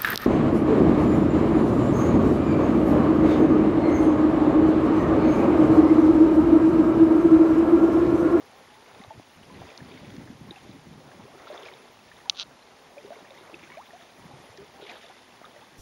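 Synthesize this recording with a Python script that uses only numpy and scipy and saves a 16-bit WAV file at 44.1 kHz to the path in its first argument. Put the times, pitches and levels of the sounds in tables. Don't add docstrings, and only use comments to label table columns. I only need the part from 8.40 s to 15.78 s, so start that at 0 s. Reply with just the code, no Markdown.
import sys
import numpy as np
from scipy import signal
from scipy.fft import rfft, irfft, next_fast_len
from scipy.io import wavfile
from scipy.ndimage import uniform_filter1d

SR = 44100
rng = np.random.default_rng(int(sys.argv[2]) if len(sys.argv) > 2 else 0)


def to_wav(sig):
    pcm = np.clip(np.atleast_2d(sig), -1, 1) * 32767
    pcm = np.round(pcm).astype(np.int16)
    wavfile.write(sys.argv[1], SR, pcm.T)


def ratio_of_db(decibels):
    return 10 ** (np.asarray(decibels, float) / 20)


N = 325458

# (time [s], peak level [dB], pitch [Hz])
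SINKING_DROPS = [(1.288, -38, 2600), (1.404, -38, 1700), (1.5743, -36, 2100), (1.874, -41, 1670),
                 (2.1079, -23, 3690), (2.16, -37, 2600), (2.183, -39, 3120), (2.3121, -38, 3800),
                 (2.7147, -41, 1640), (2.9966, -41, 1900), (3.1238, -41, 1700), (3.2602, -32.5, 2370),
                 (3.2844, -33, 2190), (3.715, -38, 1750), (3.7663, -39, 3560), (3.8018, -44, 1874),
                 (4.2255, -41, 4000), (4.581, -34, 2380), (4.803, -47.5, 1705), (4.981, -37.5, 3630),
                 (5.0012, -38, 3660), (5.0532, -44, 1790), (5.142, -28.5, 2530), (5.235, -41, 2300),
                 (5.3704, -38.5, 2334), (5.5055, -41.5, 1780), (5.5948, -46, 2010), (6.663, -36, 3450),
                 (7.0334, -43, 2000), (7.0521, -34, 3560), (3.177, -28.5, 3460), (3.079, -35, 3780),
                 (3.387, -40.5, 2460), (1.5135, -40, 2300), (3.9462, -41, 3500), (4.042, -44, 6500)]
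# (time [s], peak level [dB], pitch [Hz])
STEM_SPLATS = [(0.5476, -40, 3520), (0.594, -41, 3600), (0.6145, -40.5, 1980), (0.637, -38, 3690),
               (1.2336, -47.5, 2260), (1.702, -38, 3200), (3.07, -36, 1310), (3.2312, -32, 3100),
               (3.3372, -33, 3600), (3.855, -48, 1690), (4.729, -43, 1505), (4.905, -35, 3590),
               (5.2747, -39, 2510), (5.3006, -36, 1850), (5.3186, -35.5, 2140), (5.609, -44, 1750),
               (5.622, -42, 3600), (6.175, -43, 1800), (6.4216, -42, 1424), (6.4655, -39, 2170),
               (6.496, -29.5, 2380), (6.554, -45, 1500), (7.1618, -40, 1890), (7.1934, -41, 1800),
               (7.2153, -43, 2530)]
# (time [s], peak level [dB], pitch [Hz])
SPRAY_PATTER = [(.322, -49, 3400), (.342, -46, 3500), (.46, -44, 2150), (.483, -49, 3600),
                (.548, -49, 2400), (.9333, -49, 1950), (1.031, -39, 2900), (1.052, -39, 5050),
                (1.143, -40, 4000), (1.152, -44, 1930), (1.1832, -48, 2150), (1.302, -38, 2350),
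                (1.352, -40, 3600), (1.518, -38, 3480), (1.587, -41, 4560), (2.118, -47, 3700),
                (3.012, -43, 3500), (3.126, -40, 3700), (3.162, -49, 2570), (3.204, -46, 3700),
                (3.252, -38, 3700), (3.2787, -39, 3900), (3.3141, -42, 1880), (3.59, -44, 2550),
                (3.688, -41, 4570), (4.61, -42, 1900), (4.6611, -45, 3500), (4.714, -46, 3720),
                (4.755, -42, 2100), (4.85, -44, 1840), (4.872, -44, 2200), (4.92, -44, 2150),
                (4.952, -43, 2050), (4.975, -39.5, 2130), (5.0093, -39, 3740), (5.0746, -43, 2200),
                (5.1415, -39, 3500), (5.1934, -42, 2600), (5.2388, -43, 3520), (5.2632, -46, 3600),
                (5.272, -43, 1550), (5.3046, -46, 3600), (5.334, -44, 3650), (6.4123, -44, 3640),
                (6.4302, -37, 3570), (6.445, -42, 3800), (6.463, -39, 3500), (6.478, -37, 2150),
                (6.4941, -33, 3660), (6.528, -43, 3530), (6.5544, -40, 3530), (6.5664, -38, 3560),
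                (6.5909, -52, 3570), (6.612, -42, 3210), (6.6328, -39, 3530), (6.6901, -43, 3390),
                (6.922, -42, 2600), (7.116, -46, 3450), (7.225, -43, 3450), (7.243, -44, 3500)]
# (pitch [Hz], width [Hz], level [dB])
PORT_RESONANCES = [(2300, 930, 4.5), (3560, 320, -2), (5840, 2800, -4.5)]


def rms_one(x):
    return x / np.sqrt(np.mean(x ** 2) + 1e-20)


def in_time(rows):
    s, *columns = np.transpose(rows)
    return [np.interp(np.arange(N) / SR, s, c) for c in columns]


def drift(rate):
    r = np.exp(-80 * np.pi * rate / SR)
    chance = rng.standard_normal(N // 40 + 2002)
    slow = signal.lfilter([1], [1, -2 * r, r * r], chance)[2000:]
    return np.interp(np.arange(N) / 40, np.arange(len(slow)), rms_one(slow))


def coloured(x, spectrum):
    size = next_fast_len(N)
    hz, db = np.transpose(spectrum)
    bins_hz = np.arange(size // 2 + 1) * SR / size
    shape = np.interp(np.log(bins_hz + 1), np.log(hz), db, left=-80, right=-80)
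    return rms_one(irfft(rfft(x, size) * ratio_of_db(shape), size)[:N])


def filtered(x, order, hz, kind="low"):
    return signal.sosfilt(signal.butter(order, hz, kind, fs=SR, output="sos"), x)


def ring(clicks, hz, t60):
    r, w = ratio_of_db(-60 / (t60 * SR)), 2 * np.pi * hz / SR
    return signal.lfilter([0, np.sin(w)], [1, -2 * r * np.cos(w), r * r], clicks + 1e-18)


def resonate(x, peaks):
    out = 0
    for k, (hz, width, db) in enumerate(peaks):
        t60 = np.log(1000) / np.pi / width
        out = out + ratio_of_db(db) * (-1) ** k * ring(x, hz, t60)
    return out


def add(out, s, hz, rise, envelope):
    at = round(s * SR)
    t = np.arange(len(envelope)) / SR
    tone = envelope * np.sin(2 * np.pi * np.cumsum(hz * 2 ** (rise * t)) / SR)
    out[at:at + len(t)] += tone[:N - at]


def swarm(per_s, low_hz, high_hz, cycles, spread_db):
    sizes = ratio_of_db(spread_db * np.minimum(rng.exponential(1, N), 4)) * rng.choice([-1, 1], N)
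    bubbles = sizes * (rng.random(N) < per_s / SR)
    dealt = rng.integers(0, 20, N)
    out = np.zeros(N)
    for k, hz in enumerate(np.geomspace(low_hz, high_hz, 20)):
        out += ring(bubbles * (dealt == k), hz, cycles / hz) * hz ** 0.34
    return rms_one(out)


def far_lake():
    # (frequency [Hz], level per Hz [dB])
    spectrum = [(15, -47), (25, -13), (91, -6.5), (178, -19), (237, 4), (316, -9.5), (822, 2.5), (1420, -7),
                (1850, -6), (2920, -9.5), (3530, -9.5), (6430, -13.5), (7600, -16.5), (9880, -48),
                (16700, -120)]
    return ratio_of_db(-56.0) * coloured(rng.standard_normal(N), spectrum)


def whistles():
    # (time [s], pitch [Hz], level [dB])
    glides = [
        [(.05, 11600, -81.5), (.12, 9800, -84.5)],
        [(.19, 10000, -85.5), (.25, 11400, -84), (.33, 10700, -84), (.42, 10870, -84)],
        [(.5, 9800, -86), (.62, 9800, -81.5)],
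        [(5.745, 10000, -82), (5.77, 10400, -83), (5.79, 10900, -81), (5.815, 10950, -82)],
        [(2.55, 9790, -90), (2.73, 9790, -83)],
        [(3.37, 10150, -82), (3.41, 10100, -80), (3.43, 9900, -80)],
        [(3.6, 9790, -88), (3.95, 9790, -88)],
        [(6.25, 9790, -90), (6.52, 9790, -87)],
        [(6.73, 9790, -91), (6.86, 9700, -85)],
        [(1.12, 10900, -78), (1.15, 10000, -82)],
        [(5.852, 12000, -75), (5.868, 10000, -71)],
        [(5.93, 8400, -82), (5.98, 8700, -80), (6.01, 8400, -77)],
        [(6.02, 11510, -79.5), (6.06, 10300, -78.5), (6.18, 9800, -90.5)],
    ]
    out, t = np.zeros(N), np.arange(N) / SR
    for rows in glides:
        hz, db = in_time(rows)
        start, end = rows[0][0], rows[-1][0]
        on = uniform_filter1d(1. * (abs(2 * t - start - end) < end - start), size=200 * 2)
        phase = 2 * np.pi * np.cumsum(hz * ratio_of_db(.04 * drift(40.3))) / SR
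        out += on * ratio_of_db(db + 10.5 + 2.5 * drift(30)) * np.sin(phase)
    return out


def circuit():
    # (frequency [Hz], level per Hz [dB])
    hiss_spectrum = [(8000, 3.5), (8900, 4), (10000, 5), (11500, 0.5), (13000, -5), (14500, -17),
                     (15700, -26)]
    hiss_db = -70.5 + 0.19 * (wash()[1] + 58) + 1.35 * drift(60)
    hiss = ratio_of_db(hiss_db) * coloured(rng.standard_normal(N), hiss_spectrum)
    high = filtered(rng.standard_normal(N), 3, [13200, 15400], "band")
    gate = uniform_filter1d(1. * (drift(28) > 1.15), size=200)
    bursts = ratio_of_db(-65.5 + 2.8 * np.minimum(drift(6.0), .5)) * high * gate
    whine_hz = 15625
    whine_db = -80.5 + 16.0 * np.clip(drift(7.0) + .15, -2.5, 0.3)
    whine = ratio_of_db(whine_db) * np.sin(2 * np.pi * whine_hz * np.arange(N) / SR)
    return hiss + bursts + whine + whistles()


def gusts():
    # (time [s], length [s], level [dB])
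    blows = [(0.033, 0.336, -65.5), (0.562, 0.039, -57), (0.662, 0.018, -54.5), (0.751, 0.056, -54),
             (0.973, 0.16, -53.5), (1.138, 0.13, -46.5), (1.4, 0.16, -48), (1.616, 0.19, -46),
             (1.818, 0.12, -48.5), (2.01, 0.11, -47), (2.23, 0.13, -48.5), (2.468, 0.07, -49.5),
             (2.55, 0.14, -52), (2.754, 0.1, -51.5), (2.88, 0.15, -60.5), (3.3, 0.13, -63),
             (3.61, 0.16, -63), (4.053, 0.054, -60), (4.592, 0.114, -64), (4.825, 0.041, -60),
             (4.983, 0.06, -61), (5.157, 0.175, -57.5), (5.78, 0.27, -55.5), (6.19, 0.046, -55.5),
             (6.333, 0.095, -60.5), (7.1, 0.35, -64.5)]
    rise_db_per_s, fall_db_per_s, breeze_db = 500, 403, -64.5
    t, level = np.arange(N) / SR, ratio_of_db(breeze_db)
    for s, length, db in blows:
        off_db = np.maximum(rise_db_per_s * (s - t), fall_db_per_s * (t - s - length))
        level = np.hypot(level, ratio_of_db(db - np.clip(off_db, 0, 80)))
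    return level


def puffs():
    # (time [s], peak level [dB], pitch [Hz])
    thumps = [(0.593, -27, 218), (0.668, -32, 104), (0.77, -29.5, 117), (0.962, -35, 155),
              (1.146, -32, 108), (1.407, -27, 151), (1.607, -28, 135), (1.893, -20.5, 230),
              (2.006, -25, 148), (2.252, -35, 285), (2.501, -26, 183), (2.788, -29, 198),
              (4.058, -46.5, 72.7), (4.058, -41, 191), (4.817, -35, 275), (5.123, -32, 353),
              (5.846, -29, 164), (5.929, -29.5, 140), (6.09, -36, 112), (6.207, -47, 352),
              (6.415, -32, 352), (6.505, -33.5, 320), (7.006, -35.5, 269), (1.624, -28, 200),
              (1.682, -27, 240), (1.744, -28, 310), (1.77, -26.5, 180), (1.83, -31, 125), (1.942, -29, 135),
              (2.045, -32, 190), (2.08, -31, 190), (2.284, -26, 210), (2.352, -31.5, 280), (2.38, -32, 150),
              (2.413, -36, 150), (2.464, -33, 160), (2.567, -29.5, 165), (2.664, -35, 150)]
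    out, t = np.zeros(N), np.arange(int(.05 * SR)) / SR
    for s, db, hz in thumps:
        envelope = ratio_of_db(db + 1.0) * t * hz * np.exp(-t * hz * 1.55)
        add(out, s + 0.00787, hz, -3, envelope * rng.choice([-1, 1]))
    return out


def wind():
    # (frequency [Hz], level per Hz [dB])
    spectrum = [(15, -53), (25, -29), (87, -3.5), (135, 1), (179, 0), (256, -1), (419, -11), (485, -16.5),
                (600, -12), (780, -73), (1320, -120)]
    shared = drift(22)
    rumble = ratio_of_db(0.83 * shared + 2.65 * drift(58.0)) * rng.standard_normal(N)
    flutter = ratio_of_db(0.83 * shared + 2.65 * drift(58.0)) * rng.standard_normal(N)
    split = signal.butter(2, 150, fs=SR, output="sos")
    eddies = signal.sosfiltfilt(split, rumble - flutter) + flutter
    return puffs() + gusts() * coloured(eddies, spectrum)


def case_creak():
    # (time [s], peak level [dB], brightness [dB])
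    slips = [(3.9509, -38.2, -14), (3.9587, -36.3, -18), (3.9674, -37.8, -14), (3.9697, -31.0, -7),
             (3.9727, -39.0, -12), (3.9746, -28.5, -9), (3.9794, -39.2, -12), (3.9815, -37.8, -10),
             (3.9829, -32.9, -13), (3.9843, -34.9, -7), (3.9858, -31.2, -6), (3.9883, -28.0, -6),
             (3.9903, -31.6, -4), (3.9911, -27.4, -13), (3.9927, -38.1, -6), (3.9938, -27.6, -8),
             (3.995, -34.3, -8), (3.9975, -14.0, -6), (3.999, -26.5, -6), (3.9999, -29.5, -9),
             (4.0018, -34.2, -3), (4.0034, -24.3, -6), (4.006, -38.5, 3), (4.007, -29.0, -7),
             (4.0083, -20.8, -3), (4.0101, -32.2, -6), (4.0114, -22.3, -7), (4.0127, -27.4, -5),
             (4.0136, -33.3, -5), (4.0145, -32.2, -14), (4.0163, -22.6, -9), (4.0178, -23.0, -7),
             (4.0201, -30.2, -3), (4.0219, -31.8, -9), (4.0236, -31.4, -14), (4.0251, -28.5, -8),
             (4.0258, -36.9, -8), (4.0277, -23.8, -6), (4.0296, -36.6, -4), (4.0326, -30.6, -10)]
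    # (time [s], level [dB])
    rubbing = [
        (3.94, -77),
        (3.965, -68),
        (3.99, -60),
        (4.02, -59),
        (4.033, -66),
        (4.037, -82),
    ]
    grit_per_s, grit_db, slip_lag_s = 60, 6, .0002
    near_slips = abs(np.arange(N) / SR - 3.99) < .05
    rub = ratio_of_db(in_time(rubbing)[0]) * rng.standard_normal(N) * near_slips
    rub *= np.where(rng.random(N) < grit_per_s / SR, ratio_of_db(grit_db), 1)
    soft, sharp = np.zeros((2, N))
    for s, db, bright_db in slips:
        at = round((s - slip_lag_s) * SR)
        soft[at], sharp[at] = ratio_of_db(db - 1.5), ratio_of_db(db + bright_db - 0.5)
    creak = rub + filtered(soft, 3, 4600) + filtered(sharp, 3, 4600, "high")
    return creak, rub


def case():
    # (pitch [Hz], width [Hz], level [dB])
    shell_modes = [(1310, 224, -24.5), (2320, 148, -35), (2710, 740, -1.5), (3630, 850, 7.5),
                   (4360, 1080, 6.5), (5990, 537, -5), (11000, 1700, -27)]
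    # (delay [s], level [dB])
    echoes = [(.0013, -18), (.0023, -12), (.0038, -25), (.0065, -35)]
    snap_s, snap_db = 3.8972, -5.5
    creak, rub = case_creak()
    snap = np.zeros(N)
    snap[round(snap_s * SR)] = ratio_of_db(snap_db)
    kicks = creak + snap
    for s, db in echoes:
        kicks += ratio_of_db(db) * np.roll(snap, round(s * SR))
    shell = filtered(resonate(kicks, shell_modes), 3, 1000, "high")
    shell = signal.lfilter(*signal.iirnotch(1850, 2.5, fs=SR), shell)
    bending = np.tanh(40 * creak) / 15 + 3 * rub
    return -shell + ratio_of_db(-8.0) * resonate(bending, [(1380, 270, -15.0)])


def case_ticks():
    # (time [s], peak level [dB])
    cracks = [
        (1.3762, -39),
        (1.765, -45),
        (6.1738, -43),
    ]
    out, t = np.zeros(N), np.arange(300) / SR
    for s, db in cracks:
        out[round(s * SR):][:300] += ratio_of_db(db + 9.5 - 60 * t / 0.011) * rng.standard_normal(300)
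    return filtered(out, 2, [3600, 6800], "band")


def splashes():
    # (time [s], length [s], level [dB], main pitch [Hz])
    breaks = [(6.41, .075, -55.5, 3500), (6.488, 0.022, -50.5, 2400), (6.51, 0.073, -59, 3400),
              (7.04, 0.032, -57, 1500), (5.22, .028, -56.5, 2300), (5.315, .035, -56, 2100),
              (3.074, .01, -59, 3470), (3.12, 0.016, -55, 1700), (1.13, 0.054, -63, 1960),
              (6.61, .08, -62, 3400)]
    drops_per_s, width = 700, 0.29
    out, t = np.zeros(N), np.arange(N) / SR
    sizes = rng.standard_normal(N) * ratio_of_db(2.0 * np.minimum(rng.exponential(1, N), 2))
    droplets = (rng.random(N) < drops_per_s / SR) * sizes
    for s, length, db, hz in breaks:
        part = slice(round((s - .01) * SR), round((s + length + .02) * SR))
        rise = (t[part] - s) / .006 + .5
        fall = (s + length - t[part]) / .025 + .8
        gate = np.clip(np.minimum(rise, fall), 0, 1)
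        narrow = resonate(droplets[part] * gate, [(hz, width * hz, 0)])
        out[part] += ratio_of_db(db) * rms_one(resonate(narrow, [(hz, 2 * width * hz, 0)]))
    return out


def air_pockets():
    # (time [s], peak level [dB], pitch [Hz])
    glugs = [(0.619, -40.5, 786), (0.705, -33.5, 870), (1.1, -42, 994), (1.52, -39.5, 407),
             (1.629, -44, 565), (2.853, -42, 403), (2.949, -41, 378), (3.857, -41, 947), (4.575, -30, 573),
             (4.646, -34, 398), (4.719, -34, 685), (4.905, -40, 520.4), (5.009, -39.5, 367),
             (5.138, -37, 347), (5.23, -43, 328), (5.487, -46, 810), (5.908, -39, 804), (6.396, -46, 401),
             (6.425, -35.5, 400), (6.487, -45, 710), (6.641, -42, 668), (3.232, -39.5, 463),
             (7.042, -39, 1224), (7.161, -39, 583), (.483, -47, 673), (.594, -46, 1060), (.636, -45, 1160),
             (1.269, -43, 970), (1.324, -41, 665), (2.082, -45, 1060), (3.037, -44, 676), (4.676, -43, 535),
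             (4.765, -41, 428), (6.398, -40, 813), (6.443, -41, 417), (6.545, -48, 520),
             (6.698, -39.5, 765)]
    out, t = np.zeros(N), np.arange(int(.2 * SR)) / SR
    for s, db, hz in glugs:
        t60 = 0.0824 * (500 / hz) ** 0.24
        add(out, s, hz, 1.5, ratio_of_db(db - 60 * t / t60) * (1 - np.exp(-t / 0.00075)))
    return out


def stem_slaps():
    # (time [s], peak level [dB], pitch [Hz], t60 [s])
    slaps = [(0.647, -24.5, 770, 0.0079), (0.797, -29.5, 721, 0.011), (1.218, -27.5, 756, 0.018),
             (1.233, -33, 678, 0.0185), (1.288, -38, 600, 0.034), (2.11, -28.5, 350, 0.03),
             (6.425, -38, 415, 0.0098), (6.505, -32, 690, 0.015), (7.015, -32, 630, .013),
             (4.906, -33.5, 565, 0.022), (5.096, -33.5, 576, 0.021)]
    out, t = np.zeros(N), np.arange(int(.2 * SR)) / SR
    for s, db, hz, t60 in slaps:
        add(out, s, hz, 3.0, ratio_of_db(db - 1.0 - 60 * t / t60) * (1 - np.exp(-t / 0.00046)))
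    return out


def bursting_pockets():
    # (time [s], peak level [dB], pitch [Hz], length [s], rise [octaves/s])
    bloops = [(0.708, -41, 640, .022, 3), (4.705, -32, 610, .011, 2), (4.568, -41, 620, .02, -3),
              (4.637, -43, 520, .014, -12), (2.117, -45.5, 835, 0.039, -1), (2.165, -42, 770, 0.017, 0),
              (2.604, -45, 550, 0.028, -5), (2.878, -47, 560, 0.033, 11), (2.797, -45.5, 890, 0.019, 1),
              (3.139, -37, 666, 0.018, 10), (3.876, -43.5, 780, 0.02, 1.5), (3.923, -48, 1200, 0.029, -2),
              (5.301, -45.5, 952, 0.028, 4), (5.325, -49, 2250, .022, -1), (5.343, -49, 1190, 0.03, -5),
              (5.371, -37, 594, 0.053, 15), (5.533, -41.5, 672, 0.038, 4), (5.6, -50, 660, .04, 3.5),
              (6.184, -39.5, 386, 0.063, 1.5), (6.338, -51.5, 770, 0.1, 1), (7.219, -47, 800, 0.028, 15),
              (7.085, -54, 520, 0.065, -1.5), (3.19, -45, 400, .03, 5.5), (.29, -54, 820, 0.19, 1),
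              (7.148, -49, 710, .012, -3), (3.101, -33.5, 589, 0.029, 1.5), (5.82, -53, 950, .1, 1)]
    fade_db, hurry = 9.5, 0.55
    out, t = np.zeros(N), np.arange(int(.2 * SR)) / SR
    for s, db, hz, length, rise in bloops:
        envelope = ratio_of_db(db - fade_db * t / length) * (1 - np.exp(-t / 0.00039))
        envelope *= np.clip((length - t) / 0.0024, 0, 1)
        add(out, s, hz, rise * (1 + hurry * t / length), envelope)
    return out


def drops():
    out, cracks = np.zeros(N), np.zeros(N)
    t = np.arange(int(.2 * SR)) / SR
    t_crack = t[:400]
    ring_cycles, rise_per_cycle, attack_s = 35, 0.005, 0.00081
    crack_shape = ratio_of_db(-60 * t_crack / 0.013) * (1 - np.exp(-t_crack / 0.00055))
    for landings, crack_db in [(SINKING_DROPS, -19), (STEM_SPLATS, -7), (SPRAY_PATTER, -14)]:
        for s, db, hz in landings:
            decay = ratio_of_db(db + 3.8 - 60 * t * hz / ring_cycles)
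            add(out, s, hz, rise_per_cycle * hz, decay * (1 - np.exp(-t / attack_s)) ** 2)
            at = round(s * SR)
            cracks[at:at + 400] += ratio_of_db(db + crack_db - 12.5) * crack_shape * rng.standard_normal(400)
    return out + resonate(cracks, PORT_RESONANCES)


def wash():
    # (crest time [s], gurgle level [dB], fizz against gurgle [dB], rise [s], fall [s])
    waves = [(0.1, -56, -4.5, 1, .8), (0.6, -54.5, -2.5, 0.94, 0.23), (1.2, -51, -1.5, 0.26, 1),
             (1.6, -61.5, 8, 0.72, 0.44), (2.15, -59, 2.5, 0.13, 0.55), (2.73, -55.5, -14.5, 0.16, 0.69),
             (3.19, -45, -4.5, 0.34, 0.29), (3.8, -60, 2, 0.97, 0.27), (4.68, -53, -6, 0.73, 0.66),
             (5.08, -52, -5, 0.75, 0.37), (5.55, -68, 10.5, 0.79, .4), (6.1, -52.5, -3, 1, 1),
             (6.51, -49, -1, 0.14, 0.45), (7.07, -56.5, -3, .12, 1)]
    swell_db, calm_db = 11.5, -67
    spray_db, spray_t60_s = -27.5, 0.3
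    t, kicks = np.arange(N) / SR, np.zeros(N)
    gurgle, fizz = np.full((2, N), ratio_of_db(calm_db))
    for s, db, fizz_db, rise, fall in waves:
        swell = ratio_of_db(db - swell_db * np.maximum((s - t) / rise, (t - s) / fall))
        gurgle = np.hypot(gurgle, swell)
        fizz = np.hypot(fizz, swell * ratio_of_db(fizz_db))
    for landings in (SINKING_DROPS, STEM_SPLATS, SPRAY_PATTER):
        for s, db, hz in landings:
            kicks[round(s * SR)] = ratio_of_db(db + spray_db)
    spray = signal.lfilter([1], [1, -ratio_of_db(-60 / (spray_t60_s * SR))], kicks + 1e-18)
    return 20 * np.log10([gurgle, np.hypot(fizz, spray)])


def lapping():
    # (frequency [Hz], level per Hz [dB])
    fizz_spectrum = [(1200, -7), (2000, 8), (2900, -12), (3600, -20.5), (5000, -7), (6500, -3), (7500, -2)]
    gurgle_db, fizz_db = wash()
    gurgle = swarm(700 * ratio_of_db(3 * drift(9.7)), 356.5, 1407, cycles=20.4, spread_db=1.0)
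    ticks = swarm(900 * ratio_of_db(4.3 * drift(15)), 1504, 5160, cycles=45, spread_db=3.6)
    drips_per_s = 90 * ratio_of_db(0.6 * (fizz_db + 57.5) + 3.7 * drift(6.7))
    trickle = swarm(drips_per_s, 1525, 3850, cycles=42.0, spread_db=1.5)
    bursts = (rng.random(N) < 2200 * ratio_of_db(4.0 * drift(20)) / SR) * np.clip(rng.standard_normal(N), -1.6, 1.6)
    bursts *= ratio_of_db(2.6 * np.minimum(rng.exponential(1, N), 2.6))
    crackle = rms_one(resonate(bursts, PORT_RESONANCES))
    splash = coloured(rng.standard_normal(N), fizz_spectrum) * ratio_of_db(5.04 * np.minimum(drift(32), 1.8))
    fizz = ratio_of_db(-6.0) * ticks + ratio_of_db(-5.5) * crackle + ratio_of_db(-9.0) * splash
    return ratio_of_db(gurgle_db - 0.96) * gurgle + ratio_of_db(fizz_db - 2.0) * fizz + ratio_of_db(-66.5) * trickle


def scene():
    skin = ratio_of_db(2.0 * np.minimum(drift(70), .3))
    bubbles = air_pockets() + stem_slaps() + bursting_pockets() + drops()
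    water = lapping() + skin * bubbles + case_ticks()
    near = filtered(filtered(water, 6, 6600), 3, 230, "high")
    leak = ratio_of_db(-20) * filtered(water, 4, 9000, "high")
    return (far_lake() + near + leak + wind() + case() + circuit() + splashes())[None]


def band_limit(x):
    return signal.sosfilt(signal.butter(12, 16240, fs=SR, output="sos"), x)


def record(dry):
    notch_hz, cutoff_hz = 7930, 15700
    notched = signal.lfilter(*signal.iirnotch(notch_hz, 6.0, fs=SR), dry)
    mix = signal.sosfilt(signal.ellip(12, .5, 70, cutoff_hz, fs=SR, output="sos"), notched)
    return band_limit(mix)


dry = scene()
out = record(dry)
to_wav(out)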